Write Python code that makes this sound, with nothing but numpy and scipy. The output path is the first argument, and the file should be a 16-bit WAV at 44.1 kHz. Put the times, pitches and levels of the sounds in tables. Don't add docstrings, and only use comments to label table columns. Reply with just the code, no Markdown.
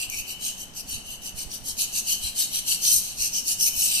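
import sys
import numpy as np
from scipy import signal
from scipy.fft import rfft, irfft, next_fast_len
from scipy.io import wavfile

SR = 44100
rng = np.random.default_rng(int(sys.argv[2]) if len(sys.argv) > 2 else 0)


def generate_wav(sig):
    pcm = np.round(np.clip(np.atleast_2d(sig).T, -1, 1) * 32767).astype(np.int16)
    wavfile.write(sys.argv[1], SR, pcm)


N = 176400
STEEL_HZ = 3004


def amp(db):
    return 10 ** (np.asarray(db) / 20)


def unit(x):
    return x / np.sqrt(np.mean(x ** 2) + 1e-20)


def read(points, hz):
    f, value = np.transpose(points)
    return np.interp(np.log(hz + 1), np.log(f + 1), value)


def colour(x, gain):
    return irfft(rfft(x, 2 * N) * gain(np.fft.rfftfreq(2 * N, 1 / SR)))[..., :N]


def wobble(top_hz):
    return unit(colour(rng.standard_normal(N), lambda f: 1 / np.sqrt(1 + (f / top_hz) ** 4)))


def add(mix, start, sound):
    part = mix[:, start:start + sound.shape[1]]
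    part += sound[:, :part.shape[1]]


def scraping(slips_per_s=7000, spread_db=2.5, chatter_db=1, chatter_hz=223):
    # (peak time [s], rise [s], fall [s], level [dB], lowest resonance [Hz],
    # its boost [dB], spectral tilt [dB/octave], boost of the pair near 6 kHz [dB])
    strokes = [(0.018, 0.11, 0.039, -26.5, 2710, 1.5, -1, -6.5),
               (.135, 0.028, 0.035, -31, 2330, 10.5, 3, 3.5), (.195, 0.036, 0.021, -27, 2670, 11, 4, 0),
               (.303, 0.034, 0.036, -31, 2880, -1, 0.5, -3.5),
               (0.458, 0.044, 0.052, -26.5, 2960, -4, 0.5, -1.5),
               (0.611, 0.036, 0.035, -35, 3040, 4, 4.5, 2), (.795, 0.041, 0.02, -31, 2890, -7, 1.5, 2),
               (0.923, 0.044, 0.056, -30, 2830, -3, 0, -2),
               (1.126, 0.069, 0.036, -35.5, 2870, 0.5, 1.5, -2),
               (1.272, 0.047, 0.029, -32, 2850, -2, 0.5, -1.5),
               (1.407, 0.043, 0.033, -30.5, 3020, -9, 0, -2.5),
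               (1.544, 0.037, 0.034, -31, 3010, -4, 1.5, -0.5),
               (1.692, 0.041, 0.032, -27.5, 3140, -4, 2, -1.5),
               (1.813, 0.035, 0.037, -21.5, 2760, -3, 1.5, -1.5),
               (1.981, 0.051, 0.028, -24, 2790, -6.5, 1, -1.5),
               (2.115, 0.048, 0.039, -20.5, 2930, -1, 2, -0.5),
               (2.272, 0.054, 0.033, -28, 3120, -10, -1, -7.5),
               (2.41, 0.046, 0.045, -21, 3120, -8, 0.5, -5),
               (2.568, 0.047, 0.035, -23.5, 3120, -5.5, -0.5, -3.5),
               (2.71, 0.044, 0.044, -19.5, 2900, -3.5, 1.5, -3),
               (2.869, 0.048, 0.053, -17.5, 3120, -7.5, 2.5, 1),
               (2.931, 0.032, 0.042, -15.5, 2940, -20, 7, 2),
               (2.975, 0.03, 0.022, -19.5, 3080, -29, 7.5, -1.5),
               (3.069, 0.088, 0.076, -34, 2850, -3.5, -0.5, -2),
               (3.242, 0.058, 0.037, -21.5, 2790, -6.5, 1, 3),
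               (3.367, 0.035, 0.036, -22.5, 3000, -9, 0.5, 4.5),
               (3.504, 0.046, 0.035, -21, 2880, -4, 2.5, 3), (3.635, 0.04, 0.03, -18.5, 2860, -0.5, 5, 6.5),
               (3.67, 0.015, 0.027, -18.5, 2330, 6.5, 6, 3), (3.828, 0.071, 0.072, -19, 2790, -2, 4, 2),
               (3.98, 0.11, 0.098, -22, 2860, -5.5, -0.5, -6)]
    t, out = np.arange(N) / SR, np.zeros((2, N))
    slips = (rng.random(N) < slips_per_s / SR) * rng.choice([-1, 1], N)
    size_db = spread_db * np.minimum(rng.exponential(1, N), 3)
    grit = unit(slips * amp(size_db + chatter_db * wobble(chatter_hz)))
    for peak, rise, fall, db, *tone in strokes:
        span = np.flatnonzero(abs(t - peak) < .2)
        offset = t[span] - peak
        width = np.where(offset < 0, rise, fall)
        push = amp(db) * np.exp(-abs(offset / width) ** 2.64)
        add(out, span[0], blade(early_reflections(grit[span] * push), *tone))
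    return out


def early_reflections(force, echo_db=-0.5, echo_s=.0012, scatter_db=1, scatter_s=0.0026):
    size = next_fast_len(len(force) + 1024)
    f = np.fft.rfftfreq(size, 1 / SR)
    delay = lambda s: np.exp(-2j * np.pi * f * s)
    direct = delay(np.array([[0.00021], [0]]))
    echo = amp(echo_db) * delay(echo_s * (.5 + rng.random((2, 1))))
    coherent = irfft(rfft(force, size) * (direct + echo), size)
    decay = np.exp(-1 / (scatter_s * SR))
    energy = signal.lfilter([1 - decay], [1, -decay], np.pad(force, (0, size - len(force))) ** 2)
    scatter = amp(scatter_db) * np.sqrt(energy) * rng.standard_normal((2, size))
    return (coherent + scatter) / np.sqrt(1 + amp(scatter_db) ** 2 + amp(echo_db) ** 2)


def blade(x, low_hz, low_db, tilt_db, ring_db, grip_shift=.018, grip_db=1.5):
    # (frequency [Hz], width [Hz], relative level [dB])
    upper_modes = [(4430, 630, -1), (7690, 590, -7.5), (8480, 1060, -0.5), (9780, 990, -4),
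                   (11120, 1000, 3.5), (13530, 810, 2)]
    # (frequency [Hz], width [Hz], relative level [dB])
    ring_pair = [(5697, 640, 0.5), (6303, 450, 1)]
    # (frequency [Hz], relative level [dB])
    rasp = [(200, -31), (1000, -22), (1600, -14.5), (2100, -10.5), (2450, 1.5), (3100, 2), (3450, 0),
            (3850, 1), (5000, 2), (7000, 2), (9500, -5), (12500, -0.5), (14000, -4.5)]
    f = np.fft.rfftfreq(x.shape[1], 1 / SR)
    bell = lambda hz, width: 1 / (1 + ((f - hz) / width) ** 2) ** 4
    power = amp(-10.5) ** 2 + amp(5.5 + low_db) ** 2 * bell(low_hz, 295)
    for hz, width, db in upper_modes + [(hz, width, db + ring_db) for hz, width, db in ring_pair]:
        shift, load = rng.uniform(-1, 1, 2)
        power = power + amp(db + grip_db * load) ** 2 * bell(hz * (1 + grip_shift * shift), width)
    octaves = np.log2(np.maximum(f, low_hz) / low_hz)
    gain = random_notches(f) * np.sqrt(power) * amp(read(rasp, f) + tilt_db * octaves)
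    return irfft(rfft(x) * unit(gain), x.shape[1])


def random_notches(f, count=4, depth_db=-8.5, relative_width=0.022):
    centres = np.exp(rng.uniform(np.log(2300), np.log(9500), (count, 1)))
    return amp(depth_db * np.exp(-((f / centres - 1) / relative_width) ** 2).max(0))


def shifting_contact(x, flare_db=3, drift_db=0.97):
    hz, t, spectrum = signal.stft(x, SR, nperseg=256, noverlap=192)
    bell = lambda axis, width: np.exp(-((axis - axis.mean()) / width) ** 2 / 2)

    def patches(width_hz, width_s):
        kernel = np.outer(bell(hz, width_hz), bell(t, width_s))
        return unit(signal.fftconvolve(rng.standard_normal(spectrum.shape[1:]), kernel, "same"))

    flares = flare_db * patches(width_hz=76, width_s=.006)
    drift = drift_db * patches(width_hz=97, width_s=.04)
    return signal.istft(spectrum * unit(amp(flares + drift)), SR, nperseg=256, noverlap=192)[1][:, :N]


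def steel_response(f, ring_db=5.5, width_hz=20):
    # (frequency [Hz], width [Hz], gain [dB])
    hollows = [(1980, 82, -16.5), (3375, 48, -9)]
    ring = 1 + (amp(ring_db) - 1) / (1 + 2j * (f - STEEL_HZ) / width_hz)
    return ring * amp(sum(db * np.exp(-((f - hz) / width) ** 2) for hz, width, db in hollows))


def singing(width_hz=33):
    # (time [s], level [dB])
    envelope = [(0, -51), (.3, -47), (0.479, -44), (.72, -65), (.95, -46.5), (1.2, -54.5), (1.4, -62),
                (3.2, -57), (3.9, -40)]
    ring = colour(rng.standard_normal((2, N)), lambda f: 1 / (1 + ((f - STEEL_HZ) / width_hz) ** 2))
    return unit(ring) * amp(np.interp(np.arange(N) / SR, *np.transpose(envelope)))


def room(x, level_db=-7):
    # (frequency [Hz], time to fall by 60 dB [s])
    t60 = [(500, 1), (3000, 1), (6000, 0.59), (10000, 0.52), (15000, 0.41)]
    hz, t, noise = signal.stft(rng.standard_normal((2, SR)), SR, nperseg=256)
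    decay = amp(-60 * t / read(t60, hz)[:, None])
    tail = signal.istft(noise * decay, SR, nperseg=256)[1]
    return amp(level_db) * signal.fftconvolve(x, tail / np.linalg.norm(tail[0]), axes=1)[:, :N]


def background(level_db=-48.5, pan_db=1.0):
    # (frequency [Hz], relative spectral density [dB])
    spectrum = [(20, 8), (60, -7.5), (120, -1.5), (180, 0), (250, -1), (330, -8.5), (550, -10), (760, -7),
                (1100, -13), (2000, -16), (5000, -19.5), (14000, -35)]
    # (frequency [Hz], correlation [ratio])
    coherence = [(40, 0.29), (130, 1), (220, 0.99), (400, 0.73), (700, .6), (1300, 0), (4000, 0)]
    left, independent = rng.standard_normal((2, N))
    shared = lambda f: np.clip(read(coherence, f), -1, 1)
    right = colour(left, shared) + colour(independent, lambda f: np.sqrt(1 - shared(f) ** 2))
    noise = unit(colour(np.array([left, right]), lambda f: amp(read(spectrum, f))))
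    return amp(level_db) * noise * amp([[pan_db], [-pan_db]])


def handling(rumble_hz=60, rumble_db=-50, bump_s=0.031, left_db=-17):
    # (time [s], level [dB])
    bumps = [(.08, -46), (.19, -42), (.96, -37), (1.35, -42), (1.47, -38), (1.64, -41), (1.74, -49),
             (2.25, -38.5), (3.0, -43), (3.23, -42), (3.77, -43)]
    t = np.arange(N) / SR
    envelope = amp(rumble_db) + sum(amp(db) * np.exp(-((t - s) / bump_s) ** 2) for s, db in bumps)
    return envelope * wobble(rumble_hz) * amp([[left_db], [0]])


def catches(decay_s=0.0026):
    # (time [s], level [dB], spectral tilt [dB/octave])
    lumps = [(.099, -20, 9), (0.45, -24, 0), (.737, -39, -10), (3.6095, -13, 0.5)]
    t, out = np.arange(SR // 20) / SR, np.zeros((2, N))
    for start, db, tilt_db in lumps:
        snap = amp(db) * np.exp(-t / decay_s) * rng.standard_normal((2, len(t)))
        add(out, round(start * SR), blade(snap, low_hz=3020, low_db=-2, tilt_db=tilt_db, ring_db=4))
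    return out


def scene():
    # (frequency [Hz], gain [dB])
    shading = [(2000, -0.5), (3000, -4.5), (3800, 1), (4500, -6), (5200, -1), (5700, -3), (6700, 4),
               (8700, 2.5), (10200, -1.5), (11300, -5.5), (12700, -15), (14000, -8.5)]
    knife = colour(shifting_contact(scraping()) + catches(), steel_response) + singing()
    left, right = knife + room(knife)
    right = colour(right, lambda f: amp(read(shading, f)))
    return np.array([left, right]) + background() + handling()


def record(dry):
    low_pass = signal.firwin(601, 14320, window=("kaiser", 8), fs=SR)
    return signal.oaconvolve(dry, low_pass[None], "same")


dry = scene()
out = record(dry)
generate_wav(out)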